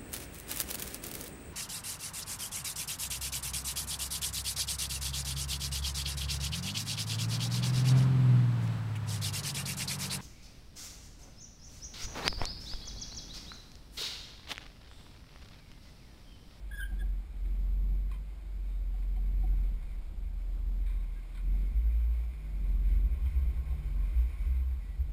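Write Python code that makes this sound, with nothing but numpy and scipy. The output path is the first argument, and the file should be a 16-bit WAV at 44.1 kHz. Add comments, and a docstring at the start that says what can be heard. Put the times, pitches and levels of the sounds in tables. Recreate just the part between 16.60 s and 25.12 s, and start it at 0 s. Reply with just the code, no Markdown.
"""On bare sandstone, an off-road car crawls behind another one, heard from a small camera on its flank.
Its exhaust throbs on deep sine waves and puffs of noise; a second exhaust drones in and beats against it.
The body lurches and thuds in slow ringing noise; squeaks, creaks and squeals are trembling sine waves.
Clicks are short noise bursts that ring the chassis, and tyres grind grit made of scattered noise grains.
Shaped noise makes the wind and the engine bay, which hisses more in the second half."""
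import sys
import numpy as np
from scipy import signal
from scipy.fft import rfft, irfft, next_fast_len
from scipy.io import wavfile
from scipy.ndimage import uniform_filter1d

SR = 44100
rng = np.random.default_rng(int(sys.argv[2]) if len(sys.argv) > 2 else 0)


def transcribe(signal):
    """Save signal, clipped to [-1, 1], as a 16-bit WAV file at the path in sys.argv[1]."""
    frames = np.atleast_2d(signal).T
    limited = np.clip(frames, -1, 1)
    pcm = np.round(limited * 32767).astype(np.int16)
    wavfile.write(sys.argv[1], SR, pcm)


N = 375732
T = np.arange(N) / SR  # time in seconds

# how often the cylinders fire: time_s, firing_hz
FIRING_RATE = [(0, 50), (0.3, 45.7), (0.85, 43.9), (1.75, 48.3), (2.3, 43.5), (2.8, 45.2), (3.3, 42.7),
               (3.75, 41.5), (4.25, 43.6), (4.53, 39.8), (4.72, 41.2), (5.0, 45.7), (5.55, 43.4),
               (5.83, 49.7), (6.1, 44.2), (7.1, 50.2), (7.35, 46), (7.8, 43), (8.52, 49)]
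# load on the engine, as the level of its exhaust boom: time_s, level_db
LOAD = [(0.0, -44.5), (0.47, -30), (0.59, -33), (0.66, -45.5), (0.85, -31.5), (1.33, -27.5), (1.8, -43.5),
        (1.97, -35), (2.99, -27), (3.13, -30.5), (3.2, -42), (3.39, -34), (3.44, -43), (3.51, -38),
        (4.27, -29), (4.72, -41.5), (4.91, -26), (5.15, -32), (5.55, -49), (6.12, -27.5), (6.34, -25),
        (6.64, -35.5), (6.71, -55), (6.79, -37), (7.12, -43), (7.4, -28.5), (7.74, -44), (7.81, -34.5),
        (8.07, -40.5), (8.14, -40.5), (8.47, -38), (8.52, -37)]
# uneven cylinders and pipe overtones: multiple of crank speed, level_db against the firing note
LOPE = [(1, -21), (2, -36), (4, -25), (5, -25), (6, -42), (7, -43), (10, -40), (11, -40), (13, -33),
        (15, -33), (17, -44), (19, -47), (21, -41), (22, -48), (23, -46)]
# hollow hum at three times the firing rate: time_s, level_db
HUM = [(0, -83), (0.4, -58), (0.7, -73), (1.25, -52.5), (1.75, -66.5), (2.35, -64), (2.92, -50.5),
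       (3.3, -67.5), (4.7, -63.5), (4.97, -51.5), (5.3, -68.5), (5.85, -52.5), (6.6, -59.5), (7.25, -48.5),
       (7.45, -57), (8.25, -66.5), (8.52, -52.5)]
# tone of the exhaust gas: pitch_hz, relative level_db per Hz
BURBLE = [(60, -16), (100, -1.5), (160, 5), (230, -2), (280, -5.5), (330, -8), (400, -12.5), (700, -21.5),
          (1500, -39)]
# gas noise at crawling load, and the dB it gains per dB of load and of strain
CRAWL_DB, GAS_DB, GAS_PER_LOAD, GAS_PER_STRAIN = -32, -57.5, 0.47, 0.23

# surges of the second drone: start_s, length_s, start_hz, end_hz, level_db, flutter_db
SURGES = [(5.11, 0.69, 54.9, 58.04, -26.5, 1), (6.42, 0.16, 58.1, 60.7, -26, 3.5),
          (6.614, 0.55, 64.67, 61.06, -24.5, 12.5), (7.52, .2, 57.5, 60.2, -26.5, -1.5),
          (7.834, 0.42, 62.8, 65.1, -28.5, 0.5), (8.364, 0.11, 67, 65, -27.5, 11)]
# the release is a share of each surge's length; gas is set against the drone
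SURGE_ATTACK_S, SURGE_RELEASE_SHARE, FLUTTER_HZ, SURGE_GAS_DB = 0.048, 0.45, 8.9, -33

# the body drops off a ledge and sways on its tyres; the rise is the time to the peak
LURCH_S, LURCH_DB, LURCH_RISE_S = 2.8, -36.5, 0.23
# what sways (filtered twice): pitch_hz, width_hz, level_db
SWAY_MODES = [(24.6, 9.6, 0)]
# dull thuds as a wheel drops: start_s, level_db
THUDS = [(0.31, -50.5), (0.41, -53)]
# what the body thuds with (filtered twice): pitch_hz, width_hz, level_db
BODY_MODES = [(136, 40, -1.5), (191, 47, 0), (300, 90, -10)]
THUD_DECAY_S = 0.048

# squeaks, one row a slip: start_s, length_s, start_hz, end_hz, level_db, upper_hz, upper_db against the note
SQUEAKS = [(0.11, 0.017, 1630, 1640, -47, 3350, -15), (0.124, 0.047, 1710, 1594, -45.5, 3390, -14),
           (0.161, 0.028, 1610, 1660, -57.5, 3390, -1), (0.171, 0.047, 1666, 1608, -42.5, 3360, -18),
           (0.194, 0.025, 1605, 1461, -42, 3496, -14), (0.204, 0.029, 1555, 1640, -42.5, 3100, -11.5),
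           (0.223, 0.023, 1644, 1555, -39, 3110, -10.5), (0.237, 0.04, 1629, 1597, -48.5, 3240, -13),
           (0.385, 0.039, 1727, 1710, -59.5, 3420, 1), (0.407, 0.023, 1650, 1653, -48, 3405, -23)]
# thin top note where a slip pinches: start_s, length_s, level_db
PINCHES = [(0.145, 0.047, -65), (0.199, .019, -64), (0.39, .025, -73)]
PINCH_HZ, SQUEAK_TAIL_S, SQUEAK_TAIL_DB = 5140, 0.094, -14.5

# chassis clicks and scuffs: start_s, level_db, decay_s, ring_db against the scrape
CLICKS = [(1.515, -54, 0.026, 7), (1.538, -62, 0.022, 7), (2.425, -61, 0.012, -3), (2.563, -58.5, 0.01, 1),
          (2.827, -58.5, 0.0079, 1), (3.227, -60.5, 0.014, -9), (3.31, -63.5, 0.022, -11),
          (4.264, -57.5, 0.052, -16), (4.296, -62, 0.034, 3), (4.749, -56.5, 0.028, -6),
          (4.773, -59, 0.021, -11), (5.735, -59, 0.012, -10), (6.492, -64, 0.011, 1),
          (6.659, -52.5, 0.012, 23), (7.965, -61, 0.011, -11)]
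# chassis ring: pitch_hz, width_hz, level_db
CHASSIS_MODES = [(1040, 76, 8.5), (2076, 98, 0), (2410, 32, 9), (2440, 25, -15.5), (3100, 51, 1),
                 (3200, 46, -18), (3670, 46, -28)]
# tone of dry scraping, for clicks and grit: pitch_hz, relative level_db per Hz
SCRAPE = [(400, -12), (900, -17), (1550, 2.5), (1800, -3), (2300, 8.5), (2750, -16), (3700, -2),
          (5500, -20.5)]

# rubbery suspension creaks: start_s, level_db
CREAKS = [(0.314, -61), (0.414, -60.5), (2.332, -63.5), (2.565, -58.5), (2.83, -51), (2.92, -63),
          (4.935, -64), (7.12, -60.5)]
# the dull lower note is set against the upper one
CREAK_HZ, CREAK_S, CREAK_LOW_HZ, CREAK_LOW_DB = 749, 0.03, 338, -2.5
# faint thin squeals of dragging brakes: start_s, length_s, start_hz, end_hz, level_db
SQUEALS = [(1.992, 0.23, 3690, 3710, -74.5), (4.323, 0.13, 3650, 3800, -74),
           (4.551, 0.058, 1640, 1570, -66), (5.244, 0.055, 1520, 1570, -72), (5.496, 0.31, 2120, 2510, -70),
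           (7.759, 0.094, 2243, 2240, -63.5), (8.184, 0.22, 1970, 1930, -70)]

# strain in the engine bay, as the level of belt and pump hiss: time_s, level_db
STRAIN = [(0, -71.5), (2.4, -72.5), (3.25, -68), (4.1, -76.5), (4.35, -66.5), (6.0, -67), (6.6, -64.5),
          (7.8, -63.5), (8.52, -70.5)]
# what the hiss rings in: pitch_hz, width_hz, level_db
BAY_MODES = [(1580, 85, -4.5), (2080, 140, -6.5), (2217, 167, 1.5), (2400, 57, -1), (3036, 76, -6.5),
             (3410, 140, -15), (3640, 85, -11.5), (5130, 750, -17)]
# reference strain, steering pump whine at that strain, and the dB it gains per dB of strain
STRAIN_DB, WHINE_DB, WHINE_PER_STRAIN = -66, -74, 2
# tone of the fan and tyre rush, always there: pitch_hz, relative level_db per Hz
RUSH_TONE = [(180, -24.5), (300, -14.5), (327, -4), (374, -11), (665, -12), (707, -11.5), (799, -12.5),
             (881, -15), (1110, -16), (1610, -20.5), (2260, -22), (3150, -22.5), (3780, -22.5),
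             (5080, -24.5), (5600, -26.5), (7280, -77), (12300, -120)]
# rush at the reference strain, and the dB it gains per dB of strain
RUSH_DB, RUSH_PER_STRAIN = -64.5, 0.086

# wind on the microphone: time_s, level_db
WIND = [(0, -44), (0.33, -39), (0.6, -46), (1.1, -45.5), (1.6, -49.5), (2.2, -46), (3.2, -45), (3.65, -45),
        (4.25, -44.5), (4.8, -53), (5.85, -48.5), (6.15, -40), (6.65, -33.5), (7.2, -37.5), (7.6, -38.5),
        (7.9, -37.5), (8.52, -42)]
# tone of the buffeting: pitch_hz, relative level_db per Hz
BUFFET = [(10, -19.5), (20, -10.5), (32, -6.5), (50, -3), (70, 0.5), (85, -16.5), (100, -20), (130, -24),
          (200, -33), (700, -50), (1500, -58.5)]

# the camera's sampling rate, copies of each held value, and highest pitch it passes on
AUDIO_RATE_HZ, HOLD, TOP_HZ = 12000, 4, 15200


def undb(db):
    """Turn decibels into gain."""
    return 10 ** (np.asarray(db) / 20)


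def unit(x):
    """Scale to an rms (average strength) of 1."""
    return x / np.sqrt(np.mean(x ** 2) + 1e-20)


def curves(table):
    """The columns of a table, joined by straight lines in time."""
    s, *columns = np.transpose(table)
    return [np.interp(T, s, column) for column in columns]


def walk(rate):
    """Smooth random wander with an rms of 1, drawing new values at about this rate in Hz."""
    k = max(int(SR / rate), 2)
    steps = np.repeat(rng.standard_normal(N // k + 1), k)
    smooth = uniform_filter1d(uniform_filter1d(steps, k), k)
    return unit(smooth[:N])


def noise():
    """White noise."""
    return rng.standard_normal(N)


def colour(x, points):
    """Shape a sound by pitch and dB points, falling 20 dB an octave beyond both ends."""
    hz, db = np.transpose(points)
    size = next_fast_len(N)
    octave = np.log2(np.arange(size // 2 + 1) * SR / size + 1)
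    beyond = np.abs(octave - np.clip(octave, np.log2(hz[0]), np.log2(hz[-1])))
    gain = undb(np.interp(octave, np.log2(hz), db) - 20 * beyond)
    return irfft(rfft(x, size) * gain, size)[:N]


def ring(x, modes):
    """Resonances side by side, each with a pitch, a width and a level."""
    out = 0
    for hz, width, db in modes:
        out = out + undb(db) * signal.lfilter(*signal.iirpeak(hz, hz / width, fs=SR), x)
    return out


def add(out, s, sound):
    """Mix a short sound in at time s."""
    i = max(int(s * SR), 0)
    out[i:i + len(sound)] += sound[:N - i]


def slip(length, start_hz, end_hz, rough):
    """Phase and swell of one stick-slip burst whose pitch trembles by the share rough."""
    n = int(length * SR)
    tremble = unit(uniform_filter1d(rng.standard_normal(n), size=90))
    hz = np.linspace(start_hz, end_hz, n) * (1 + rough * tremble)
    swell = np.sqrt(2) * np.sin(np.pi * (np.arange(n) + .5) / n)
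    return 2 * np.pi * np.cumsum(hz) / SR, swell


def engine():
    """Six cylinders fire three times a turn; boom, overtones and gas puffs grow with load, a hum comes and goes."""
    hz, = curves(FIRING_RATE)
    load_db, = curves(LOAD)
    strain_db, = curves(STRAIN)
    hum_db, = curves(HUM)
    firing = 2 * np.pi * np.cumsum(hz * (1 + .003 * walk(20))) / SR
    crank = firing / 3
    # no two cylinders fire alike, so notes stand at many multiples of the crank speed
    lope = np.zeros(N)
    for k, db in LOPE:
        lope += undb(db + 2 * walk(9)) * np.sin(k * crank + rng.uniform(0, 2 * np.pi))
    boom = np.sqrt(2) * (np.sin(firing) + lope)
    hum = np.sqrt(2) * np.sin(3 * firing)
    puffs = 1 + 0.64 * np.sin(firing)
    gas = unit(colour(noise() * puffs, BURBLE))
    gas_db = GAS_DB + GAS_PER_LOAD * (load_db - CRAWL_DB) + 1.3 * walk(9)
    gas_db += GAS_PER_STRAIN * (strain_db - STRAIN_DB)
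    return undb(load_db) * boom + undb(hum_db) * hum + undb(gas_db) * gas


def leader():
    """A deep drone, likely the exhaust of the car ahead: one low note and a little gas rise, flutter and fade."""
    out = np.zeros(N)
    waver = 1 + 0.0055 * walk(18)
    gas = undb(SURGE_GAS_DB) * unit(colour(noise(), BURBLE))
    for s, length, start_hz, end_hz, db, flutter_db in SURGES:
        t = T[:int(length * SR)]
        rise = t / SURGE_ATTACK_S
        fade = (length - t) / (SURGE_RELEASE_SHARE * length)
        swell = np.clip(np.minimum(rise, fade), 0, 1)
        flutter = undb(-flutter_db * np.sin(np.pi * FLUTTER_HZ * (t - SURGE_ATTACK_S)) ** 2)
        hz = np.linspace(start_hz, end_hz, len(t)) * np.interp(s + t, T, waver)
        drone = np.sqrt(2) * np.sin(2 * np.pi * np.cumsum(hz) / SR)
        add(out, s, undb(db) * swell * flutter * (drone + np.interp(s + t, T, gas)))
    return out


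def lurch():
    """A slow, uneven shudder of the body that swells quickly and dies away."""
    age = np.maximum(T - LURCH_S, 0) / LURCH_RISE_S
    sway = unit(ring(ring(noise(), SWAY_MODES), SWAY_MODES))
    return undb(LURCH_DB) * age * np.exp(1 - age) * sway


def thuds():
    """The suspension takes a drop and the body rumbles briefly."""
    shake = np.zeros(N)
    t = T[:SR // 2]
    for s, db in THUDS:
        add(shake, s, undb(db) * np.exp(-t / THUD_DECAY_S))
    return shake * unit(ring(ring(noise(), BODY_MODES), BODY_MODES))


def squeaks():
    """Metal sticks and slips in quick chirps with an upper note; the rock throws back a faint tail."""
    out = np.zeros(N)
    for s, length, start_hz, end_hz, db, upper_hz, upper_db in SQUEAKS:
        note, swell = slip(length, start_hz, end_hz, rough=0.011)
        upper, _ = slip(length, upper_hz, upper_hz, rough=0.021)
        add(out, s, undb(db) * swell * (np.sin(note) + undb(upper_db) * np.sin(upper)))
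    for s, length, db in PINCHES:
        pinch, swell = slip(length, PINCH_HZ, PINCH_HZ, rough=0.0174)
        add(out, s, undb(db) * swell * np.sin(pinch))
    t = T[:SR // 2]
    tail = rng.standard_normal(len(t)) * np.exp(-t / SQUEAK_TAIL_S)
    echo = signal.fftconvolve(out, tail / np.linalg.norm(tail))[:N]
    return out + undb(SQUEAK_TAIL_DB) * echo


def clicks():
    """Loose parts strike once and chatter: a dry scrape that also rings the chassis."""
    scrape, chatter, strikes = np.zeros(N), np.zeros(N), np.zeros(N)
    t = T[:SR // 4]
    for s, db, decay, ring_db in CLICKS:
        # the division shares the level between scrape and ring
        burst = undb(db) * np.exp(-t / decay) / np.sqrt(1 + undb(2 * ring_db))
        add(scrape, s, burst)
        add(chatter, s, burst * undb(ring_db))
        # the first contact is a single sample sized by the energy of its burst
        add(strikes, s, np.array([np.linalg.norm(burst) * undb(ring_db)]))
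    dry_scrape = scrape * unit(colour(noise(), SCRAPE))
    blows = undb(12.5) * chatter * noise() + undb(6.5) * strikes
    return dry_scrape + ring(blows, CHASSIS_MODES)


def creaks():
    """Rubber bushes give way, always around the same pair of short dull notes."""
    out = np.zeros(N)
    for s, db in CREAKS:
        note, swell = slip(CREAK_S, CREAK_HZ, CREAK_HZ, rough=0.018)
        low, _ = slip(CREAK_S, CREAK_LOW_HZ, CREAK_LOW_HZ, rough=0.022)
        add(out, s, undb(db) * swell * (np.sin(note) + undb(CREAK_LOW_DB) * np.sin(low)))
    return out


def brakes():
    """Dragging pads sing faintly for a moment."""
    out = np.zeros(N)
    for s, length, start_hz, end_hz, db in SQUEALS:
        note, swell = slip(length, start_hz, end_hz, rough=0.017)
        add(out, s, undb(db) * swell * np.sin(note))
    return out


def engine_bay():
    """Under strain, belts hiss through the bay's resonances and the steering pump whines in a narrow band."""
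    hiss_db, = curves(STRAIN)
    whine_db = WHINE_DB + WHINE_PER_STRAIN * (hiss_db - STRAIN_DB)
    hiss = unit(ring(noise(), BAY_MODES)) * undb(hiss_db + 1.5 * walk(25))
    whine = unit(ring(noise(), [(1080, 46, 0)])) * undb(whine_db + 1.3 * walk(14))
    return hiss + whine


def grit():
    """Tyres grind grit: about 160 grains a second, at random times and strengths, scrape dryly."""
    strength = undb(1.64 * np.minimum(rng.exponential(size=N), 4))
    grains = (rng.random(N) < 160 / SR) * noise() * strength
    return unit(colour(grains, SCRAPE)) * undb(-77.5)


def rush():
    """A constant rush of fan and tyres, wavering slightly and barely rising with strain."""
    strain_db, = curves(STRAIN)
    rush_db = RUSH_DB + RUSH_PER_STRAIN * (strain_db - STRAIN_DB) + 0.74 * walk(14)
    return unit(colour(noise(), RUSH_TONE)) * undb(rush_db)


def wind():
    """Eddies thump on the microphone port as low noise of wandering level."""
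    db, = curves(WIND)
    return unit(colour(noise(), BUFFET)) * undb(db + 2.44 * walk(6.9))


def scene():
    """Everything at the one microphone."""
    car = engine() + leader() + lurch() + thuds()
    parts = squeaks() + clicks() + creaks() + brakes()
    background = engine_bay() + grit() + rush() + wind()
    return (car + parts + background)[None]


def record(dry):
    """The camera samples slowly and holds each value, mirroring sound faintly into the treble over thin hiss."""
    slow = signal.resample_poly(dry, AUDIO_RATE_HZ, SR, axis=-1)
    slow = signal.lfilter(*signal.butter(1, 5600, fs=AUDIO_RATE_HZ), slow)
    steps = np.repeat(slow, HOLD, axis=-1)
    held = signal.resample_poly(steps, SR, AUDIO_RATE_HZ * HOLD, axis=-1)[:, :N]
    hiss = undb(-83.5) * unit(colour(noise(), [(3000, -1), (7000, -3), (13000, -15)]))
    low_pass = signal.ellip(12, .2, 70, TOP_HZ, fs=SR, output="sos")
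    return signal.sosfilt(low_pass, held + hiss)


dry = scene()
out = record(dry)
transcribe(out)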